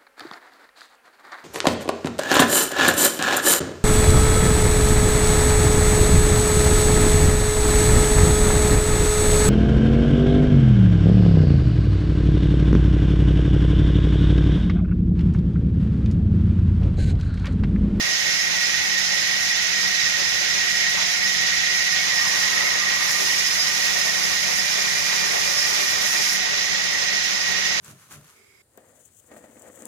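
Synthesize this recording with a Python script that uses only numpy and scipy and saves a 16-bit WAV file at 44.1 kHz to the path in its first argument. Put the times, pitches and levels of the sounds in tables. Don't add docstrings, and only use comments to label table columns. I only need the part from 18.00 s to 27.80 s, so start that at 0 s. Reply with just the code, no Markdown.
import sys
import numpy as np
from scipy import signal
from scipy.fft import rfft, irfft
from scipy.io import wavfile
from scipy.ndimage import map_coordinates

SR = 44100
rng = np.random.default_rng(int(sys.argv[2]) if len(sys.argv) > 2 else 0)


def transcribe(signal):
    frames = np.atleast_2d(signal).T
    limited = np.clip(frames, -1, 1)
    pcm = np.round(limited * 32767).astype(np.int16)
    wavfile.write(sys.argv[1], SR, pcm)


N = 432180
TIME = np.arange(N) / SR
FREQ = np.maximum(np.arange(N // 2 + 1) * SR / N, 1)

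WHEEL_HZ, TOOTH_HZ, FLUTTER_HZ = 8.41, 600.3, 23.94
ENTRY_S, BURIED_S, EXIT_S = 3.93, 5.09, 8.37
EDGE_S = 0.024


def undb(db):
    return 10 ** (np.asarray(db) / 20)


def decibels(gain):
    return 20 * np.log10(np.maximum(gain, 1e-4))


def over_time(table):
    times_s, *columns = np.transpose(table)
    return [np.interp(TIME, times_s, c) for c in columns]


def over_pitch(table):
    hz, *columns = np.transpose(table)
    return [np.interp(np.log(FREQ), np.log(hz), c) for c in columns]


def colour(x, gain):
    return irfft(rfft(x) * gain, N) * np.sqrt(SR / 2)


def shape(x, spectrum):
    return colour(x, undb(over_pitch(spectrum)[0]))


def white():
    return rng.standard_normal((2, N))


def walk(rate_hz):
    x = irfft(rfft(rng.standard_normal(N)) * np.exp(-(FREQ / rate_hz) ** 2), N)
    return x / x.std()


def grains(rate_hz, spread_db):
    size = rng.uniform(-1, 1, (2, N))
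    x = (rng.random((2, N)) < rate_hz / SR) * np.sign(white()) * undb(spread_db * size)
    return x / x.std()


def swell(at_s, half_s):
    return np.exp(-((TIME - at_s) / half_s) ** 2)


def held(start_s, end_s, ramp_s):
    return np.clip(.5 + np.minimum(TIME - start_s, end_s - TIME) / ramp_s, 0, 1)


def tone(hz, waver_db, wobble_rad):
    return np.array([undb(waver_db * walk(18)) * np.sin(2 * np.pi * hz * TIME + wobble_rad * walk(25))
                     for _ in range(2)])


def chirp(t, half_s, hz, glide_hz_per_s):
    cycles = hz * t + glide_hz_per_s * t ** 2 / 2 + rng.random((2, 1))
    return np.exp(-(t / half_s) ** 2) * np.sin(2 * np.pi * cycles)


def reflections(x, wet_db, t60_s):
    t = TIME[:SR // 2]
    tail = rng.standard_normal((2, len(t))) * undb(-60 * t / t60_s)
    tail /= np.sqrt(np.sum(tail ** 2, axis=1, keepdims=True))
    wet = undb(wet_db)
    return (x + wet * signal.fftconvolve(x, tail, axes=1)[:, :N]) / np.hypot(1, wet)


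def frame(x):
    # (frequency [Hz], width [Hz], lift [dB])
    resonances = [(106, 12.6, 5.5), (153.2, 16, 7), (195, 25, 8.5), (376, 13, 2.5), (422, 14, -2),
                  (563.5, 23, 6.5), (660, 15, 4.5), (703, 17, 4.5), (768, 20, 5), (836, 46, 5),
                  (876, 18, 5), (940, 21, 3.5), (1045, 13, 6), (1080, 23, 2.5), (1146, 17, 6),
                  (1206, 13.4, 8.5), (1275, 19, 8), (1383, 12, 5.5)]
    lift_db = sum(db / (1 + (2 * (FREQ - hz) / width_hz) ** 2) for hz, width_hz, db in resonances)
    return irfft(rfft(x) * undb(lift_db), N)


def drive():
    # (frequency [Hz], level [dB], waver [dB])
    hums = [(107, -64, 2), (151.5, -57.5, 2.5), (189, -60.5, 3), (705, -57, 2)]
    # (frequency [Hz], density [dB/Hz])
    spectrum = [(18, -77), (52, -94), (82, -77), (115, -65), (220, -68.3), (285, -69.5), (470, -71),
                (750, -66.5), (1050, -73.5), (1400, -71.5), (3000, -104)]
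    hum = sum(undb(db + 3 * np.tanh(walk(2))) * tone(hz, waver_db, wobble_rad=0.64)
              for hz, db, waver_db in hums)
    rumble = shape(white(), spectrum) * undb(.8 * walk(21))
    return frame(rumble) + hum


def swelling_tones():
    # (time [s], half length [s], pitch [Hz], level [dB])
    swells = [(.9, 1.1, 342, -50), (1.05, .35, 835, -44), (2.7, 1.35, 705, -46.5), (4.66, 0.15, 1280, -37),
              (4.7, .2, 1007, -44), (5.07, 0.13, 1208, -36.5), (5.75, 0.16, 1204, -43),
              (7.5, 0.49, 603, -48.5), (7.7, .3, 1190, -45)]
    waver = undb(3.5 * np.array([walk(13), walk(20)]))
    wobble_rad = 0.45 * walk(14)
    return waver * sum(undb(db) * swell(at_s, half_s) * np.sin(2 * np.pi * hz * TIME + wobble_rad)
                       for at_s, half_s, hz, db in swells)


def push_level_db():
    # (start [s], end [s], scrape level [dB])
    pushes = [(2.1, 3.5, -8), (4.344, 4.71, -1), (4.805, 5.35, -4.5), (5.35, 6.7, -4), (6.69, 8.002, -1),
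              (8.0, 9.004, -3.5), (8.997, 9.9, -4)]
    rest = undb(-9.5)
    return decibels(rest + sum((undb(db) - rest) * held(start_s, end_s, ramp_s=0.13)
                               for start_s, end_s, db in pushes))


def log_on_table(push_db, decay_s, width_oct):
    # (frequency [Hz], density [dB/Hz])
    spectrum = [(60, -99), (130, -78), (280, -67.5), (400, -64), (600, -64.5), (850, -67), (1400, -69.5),
                (4000, -106)]
    # (time [s], level [dB], pitch [Hz])
    bumps = [(.25, -35, 450), (.53, -37, 700), (1.11, -38, 600), (2.18, -43, 600), (2.41, -35.5, 420),
             (2.975, -32.5, 950), (5.215, -35, 400), (5.76, -39, 700), (6.05, -33, 657), (6.46, -33.5, 600),
             (7.33, -34, 674), (8.46, -34.5, 750), (9.705, -39.5, 563)]
    # (frequency [Hz], level [dB], t60 [s])
    modes = [(657, -4, .16), (867, -6, .18), (930, -5, 0.17), (1550, 3, .18)]
    out = shape(grains(rate_hz=1500, spread_db=3.0), spectrum) * undb(push_db + 2.4 * walk(15))
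    t = TIME[:SR // 2]
    bins_hz = np.maximum(np.arange(len(t) // 2 + 1) * SR / len(t), 1)
    for at_s, db, hz in bumps:
        body = np.exp(-(np.log2(bins_hz / hz) / width_oct) ** 2)
        noise = irfft(rfft(rng.standard_normal((2, len(t)))) * body, len(t))
        knock = noise / noise.std() * np.exp(-t / decay_s)
        for mode_hz, mode_db, t60_s in modes:
            coupling = np.exp(-(np.log2(mode_hz / hz) / width_oct) ** 2)
            knock += coupling * undb(mode_db - 60 * t / t60_s) * np.sin(2 * np.pi * mode_hz * t)
        start = int(at_s * SR)
        out[:, start:start + len(t)] += undb(db) * knock[:, :N - start]
    return out


def band_roughness(count=12):
    place = np.linspace(0, 1, count, endpoint=False)
    pattern = rng.standard_normal(count)
    return np.interp(TIME * WHEEL_HZ / 4, place, (pattern - pattern.mean()) / pattern.std(), period=1)


def guide_hiss(hiss_db):
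    # (frequency [Hz], density [dB/Hz])
    spectrum = [(600, -94.5), (1250, -76), (1450, -62.5), (1750, -64.5), (2600, -60), (3400, -61),
                (3900, -60.5), (4800, -63), (5750, -60), (6000, -58.5), (6250, -64), (6570, -58.5),
                (6700, -69.5), (7300, -69), (8100, -89), (11500, -103), (15500, -108)]
    hiss = shape(grains(rate_hz=26000, spread_db=3.5), spectrum)
    return hiss * undb(hiss_db + 0.63 * band_roughness() + 0.63 * walk(29))


def squeals():
    # (time [s], half length [s], pitch [Hz], glide [Hz/s], level [dB])
    grabs = [(0.153, .02, 5010, 2000, -29), (0.408, .035, 5200, 5004, -27), (0.644, .02, 5020, 0, -29),
             (1.06, .025, 5150, 2000, -26), (1.235, .02, 5000, 5000, -29), (1.345, .016, 4960, 0, -29),
             (1.5, .02, 5010, -5000, -27), (1.846, .018, 5000, 2000, -27), (2.205, .02, 5030, 1000, -27),
             (2.8, .025, 5160, 1500, -30), (3.265, .02, 5180, 4000, -26), (3.885, .03, 1970, -3000, -31),
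             (4.005, .025, 2200, 0, -24), (4.117, .025, 1970, -3500, -24), (4.176, .024, 5110, -4500, -24),
             (4.195, .026, 5070, 6000, -26), (4.28, .022, 5135, -1200, -25), (4.53, .025, 2170, 300, -30),
             (4.68, .03, 2160, -400, -24), (4.794, .025, 2100, -3500, -29), (5.02, .028, 2160, -700, -29),
             (5.095, .03, 5060, -3500, -29), (5.27, .03, 5040, 3000, -27), (5.4, .025, 5070, 4000, -25),
             (5.472, .022, 5080, -5500, -23), (5.515, .024, 5030, 2500, -23.5),
             (5.613, .028, 5020, 4500, -19), (5.683, 0.025, 5100, 4500, -23),
             (6.02, .018, 5030, -1500, -25), (6.244, .02, 5100, -3500, -24), (6.594, .018, 5030, 0, -27),
             (7.2, .02, 5010, 3000, -26), (7.588, 0.034, 5180, 5500, -20), (7.635, .03, 5140, -6500, -28),
             (7.99, .018, 5170, -2000, -28), (8.175, .018, 5060, -4000, -29),
             (8.285, .028, 5050, 4500, -24), (8.615, .025, 5040, -3000, -28)]
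    out = np.zeros((2, N))
    for at_s, half_s, hz, glide, db in grabs:
        near = slice(max(int((at_s - 4 * half_s) * SR), 0), int((at_s + 4 * half_s) * SR))
        out[:, near] += undb(db) * chirp(TIME[near] - at_s, half_s, hz, glide)
    return out


def bite_level_db(push_db, fade_s=0.46):
    entering = undb(-4) * held(ENTRY_S + fade_s / 4, BURIED_S + fade_s / 2, fade_s)
    inside = undb(-9 + 0.55 * push_db) * held(BURIED_S, EXIT_S, EDGE_S)
    return decibels(np.hypot(entering, inside))


def whine_level_db():
    # (time [s], half length [s], level [dB])
    bites = [(6.5, 0.07, -8), (6.682, 0.041, -2), (6.84, .06, 0), (6.978, .05, 1), (7.077, 0.029, 5),
             (7.215, .05, 3.5), (7.47, .04, 4), (7.677, .04, 0), (7.798, 0.046, 3), (7.94, .04, 1),
             (8.2, 0.044, 2)]
    spurts = sum(undb(db) * swell(at_s, half_s) for at_s, half_s, db in bites)
    return decibels((undb(-5.5) + spurts) * held(BURIED_S, EXIT_S, EDGE_S))


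def dust_level_db(rise_s=0.46, end_s=0.26):
    idle = undb(np.interp(TIME, [BURIED_S, EXIT_S], [-7.5, -10]))
    puff = undb(-12) * swell(ENTRY_S + 0.43, half_s=0.2)
    depth_s = np.maximum(np.minimum(TIME - BURIED_S, EXIT_S - TIME), 0)
    building = np.clip(.75 + (TIME - BURIED_S) / rise_s, 0, 1)
    stream = undb(-3.5 + 3.5 * np.exp(-depth_s / end_s)) * building * held(ENTRY_S, EXIT_S, EDGE_S)
    return decibels(np.maximum(idle + puff, stream))


def cut(bite_db, whine_db, dust_db):
    # (frequency [Hz], density [dB/Hz])
    rasp_spectrum = [(300, -82), (700, -68), (880, -62.5), (1050, -61), (1300, -68.5), (1800, -63.5),
                     (4000, -86)]
    # (frequency [Hz], density [dB/Hz])
    spray_spectrum = [(2000, -85), (4500, -68.5), (5500, -57), (6500, -60), (8000, -72), (9200, -72),
                      (10000, -66.5), (11000, -70.5), (15500, -76.5)]
    phase = 2 * np.pi * np.cumsum(TOOTH_HZ * (1 + 0.00114 * walk(10))) / SR
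    strokes = 1 + 0.28 * np.cos(2 * phase)
    rasp = shape(grains(rate_hz=6000, spread_db=5.0) * strokes, rasp_spectrum)
    rasp += undb(-50 + 5.2 * walk(18)) * np.sin(2 * phase)
    spray = shape(grains(rate_hz=22000, spread_db=0.5) * strokes, spray_spectrum)
    spray *= undb(dust_db + 1.1 * walk(25))
    whine = undb(-49) * np.sin(phase) + undb(-33.5) * np.sin(4 * phase)
    whine += undb(-36.5) * np.sin(8 * phase + 0.83 * walk(40))
    flutter_db = 1.3 * np.array([walk(20), walk(20)])
    return rasp * undb(bite_db + 2.5 * walk(24)), spray + whine * undb(whine_db + flutter_db)


def zings(lowest_hz, range_hz, glide_hz_per_s, scatter_hz_per_s, half_s, db, count):
    out = np.zeros((2, N))
    t = TIME[:SR // 10] - TIME[SR // 20]
    for when, pitch, slope, size in rng.random((count, 4)):
        start = int(when * (N - len(t)))
        hz = lowest_hz + range_hz * pitch ** 2
        glide = glide_hz_per_s + scatter_hz_per_s * (2 * slope - 1)
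        out[:, start:start + len(t)] += (.5 + size) * chirp(t, half_s, hz, glide)
    return undb(db) * out


def sway(x, depth, lead_rad, wander, flutter):
    stretch = depth * np.cos(2 * np.pi * WHEEL_HZ * TIME + lead_rad) + wander * walk(14.09)
    stretch += flutter * np.sin(2 * np.pi * FLUTTER_HZ * TIME + 1.33 * walk(3.26))
    clock = np.cumsum(1 + stretch)
    return np.array([map_coordinates(side, [clock], order=3, mode="mirror") for side in x])


def band_mode(hz, edge_hz, crest_hz, tail_hz, db):
    above_hz = np.maximum(FREQ - hz, 0)
    cut_on = (1 + np.tanh((FREQ - hz) / edge_hz / 2)) / 2
    power = cut_on / (1 + above_hz / crest_hz) * np.exp(-above_hz / tail_hz)
    return colour(white(), undb(db) * np.sqrt(power))


def band_ring(ring_db, dust_db):
    # (cut-on [Hz], edge [Hz], crest [Hz], tail [Hz], density [dB/Hz])
    modes = [(1851.7, 9.1, 42.5, 450, -45.5), (2164, 11, 76, 180, -57.5), (4945, 11, 75, 1200, -54),
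             (9600, 51, 300, 640, -75)]
    # (time [s], half length [s], change [dB])
    surges = [(1.073, 0.054, -3), (2.826, 0.098, 2.5), (3.2, 0.26, 0), (3.7, 0.14, 1), (4.9, 0.073, 2.5),
              (5.35, 0.045, 3.5), (9.7, 0.098, 1)]
    first, shimmer, second, third = (band_mode(*mode) for mode in modes)
    grip = 0.69 * held(5.3, EXIT_S, ramp_s=0.35)
    free = np.sqrt(1 - grip)
    first += undb(-34) * tone(1886, waver_db=2.0, wobble_rad=0.86)
    first += zings(1895, 360, glide_hz_per_s=0, scatter_hz_per_s=2000, half_s=.02, db=-31, count=170)
    gripped = band_mode(1837, edge_hz=9, crest_hz=69, tail_hz=592, db=-47.5)
    low = free * first + np.sqrt(grip) * gripped + shimmer

    second *= 1 + undb(1) * swell(7.605, half_s=0.063)
    whistle = undb(-35.5) * free * tone(5085, waver_db=2.5, wobble_rad=0.53)
    chirps = zings(5090, 900, glide_hz_per_s=2000, scatter_hz_per_s=8000,
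                   half_s=.017, db=-35.5, count=400)
    throb_db = 0.72 * np.cos(np.pi * WHEEL_HZ * TIME + 2.1)
    upper = (second + whistle + chirps) * undb(throb_db + 1.67 * walk(24))
    upper += third * undb(.2 * dust_db)

    surge_db = sum(db * swell(at_s, half_s) for at_s, half_s, db in surges)
    low *= undb(ring_db + surge_db + .5 * walk(17))
    return (sway(low, depth=0.0051, lead_rad=1.88, wander=0.002504, flutter=0.0029)
            + sway(upper, depth=0.0114, lead_rad=1.884, wander=0.004, flutter=0.0026))


def scene():
    # (time [s], ring level [dB], hiss level [dB])
    rub = [(0, 0, -0.5), (2.2, 0, 0.5), (3.9, 1.1, .5), (5.1, 0, -0.3), (5.7, -1, -0.7), (9.8, -1, -0.5)]
    ring_db, hiss_db = over_time(rub)
    push_db, dust_db = push_level_db(), dust_level_db()
    rasp, spray_and_whine = cut(bite_level_db(push_db), whine_level_db(), dust_db)
    wood = frame(rasp + log_on_table(push_db, decay_s=0.067, width_oct=0.94))
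    friction = reflections(guide_hiss(hiss_db) + wood, wet_db=-10, t60_s=.2)
    band = band_ring(ring_db, dust_db) + squeals()
    return band + friction + spray_and_whine + swelling_tones() + drive()


def record(dry):
    # (frequency [Hz], left minus right [dB], shared power [0-1], right lag [rad])
    ports = [(30, 0, 0.56, -4), (106.5, 4.5, 1, 3.5), (298, 4, 0.91, 3.5), (800, 6, 0.7, 3.5),
             (1140, 5, 0.12, 2), (1270, -0.5, 0.55, 2), (1500, -4, 0.38, 1.5), (1900, -3, 0.26, -1.5),
             (2370, -7, 0.16, -3), (4200, -8.5, 0, -5.5), (5050, -5.5, 0.01, -11), (5950, -9, 0, -7),
             (7640, -0.5, 0.13, -5.5), (13000, 2.5, 0.01, -1)]
    top_hz = 15520
    balance_db, shared, lag_rad = over_pitch(ports)
    left, other = rfft(dry)
    right = np.sqrt(shared) * np.exp(-1j * lag_rad) * left + np.sqrt(1 - shared) * other
    gains = undb(np.array([balance_db, -balance_db]) / 2)
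    gains /= np.sqrt(np.mean(gains ** 2, axis=0))
    heard = irfft(np.array([left, right]) * gains, N)
    return signal.sosfilt(signal.ellip(10, .2, 80, top_hz, fs=SR, output="sos"), heard)


dry = scene()
out = record(dry)
transcribe(out)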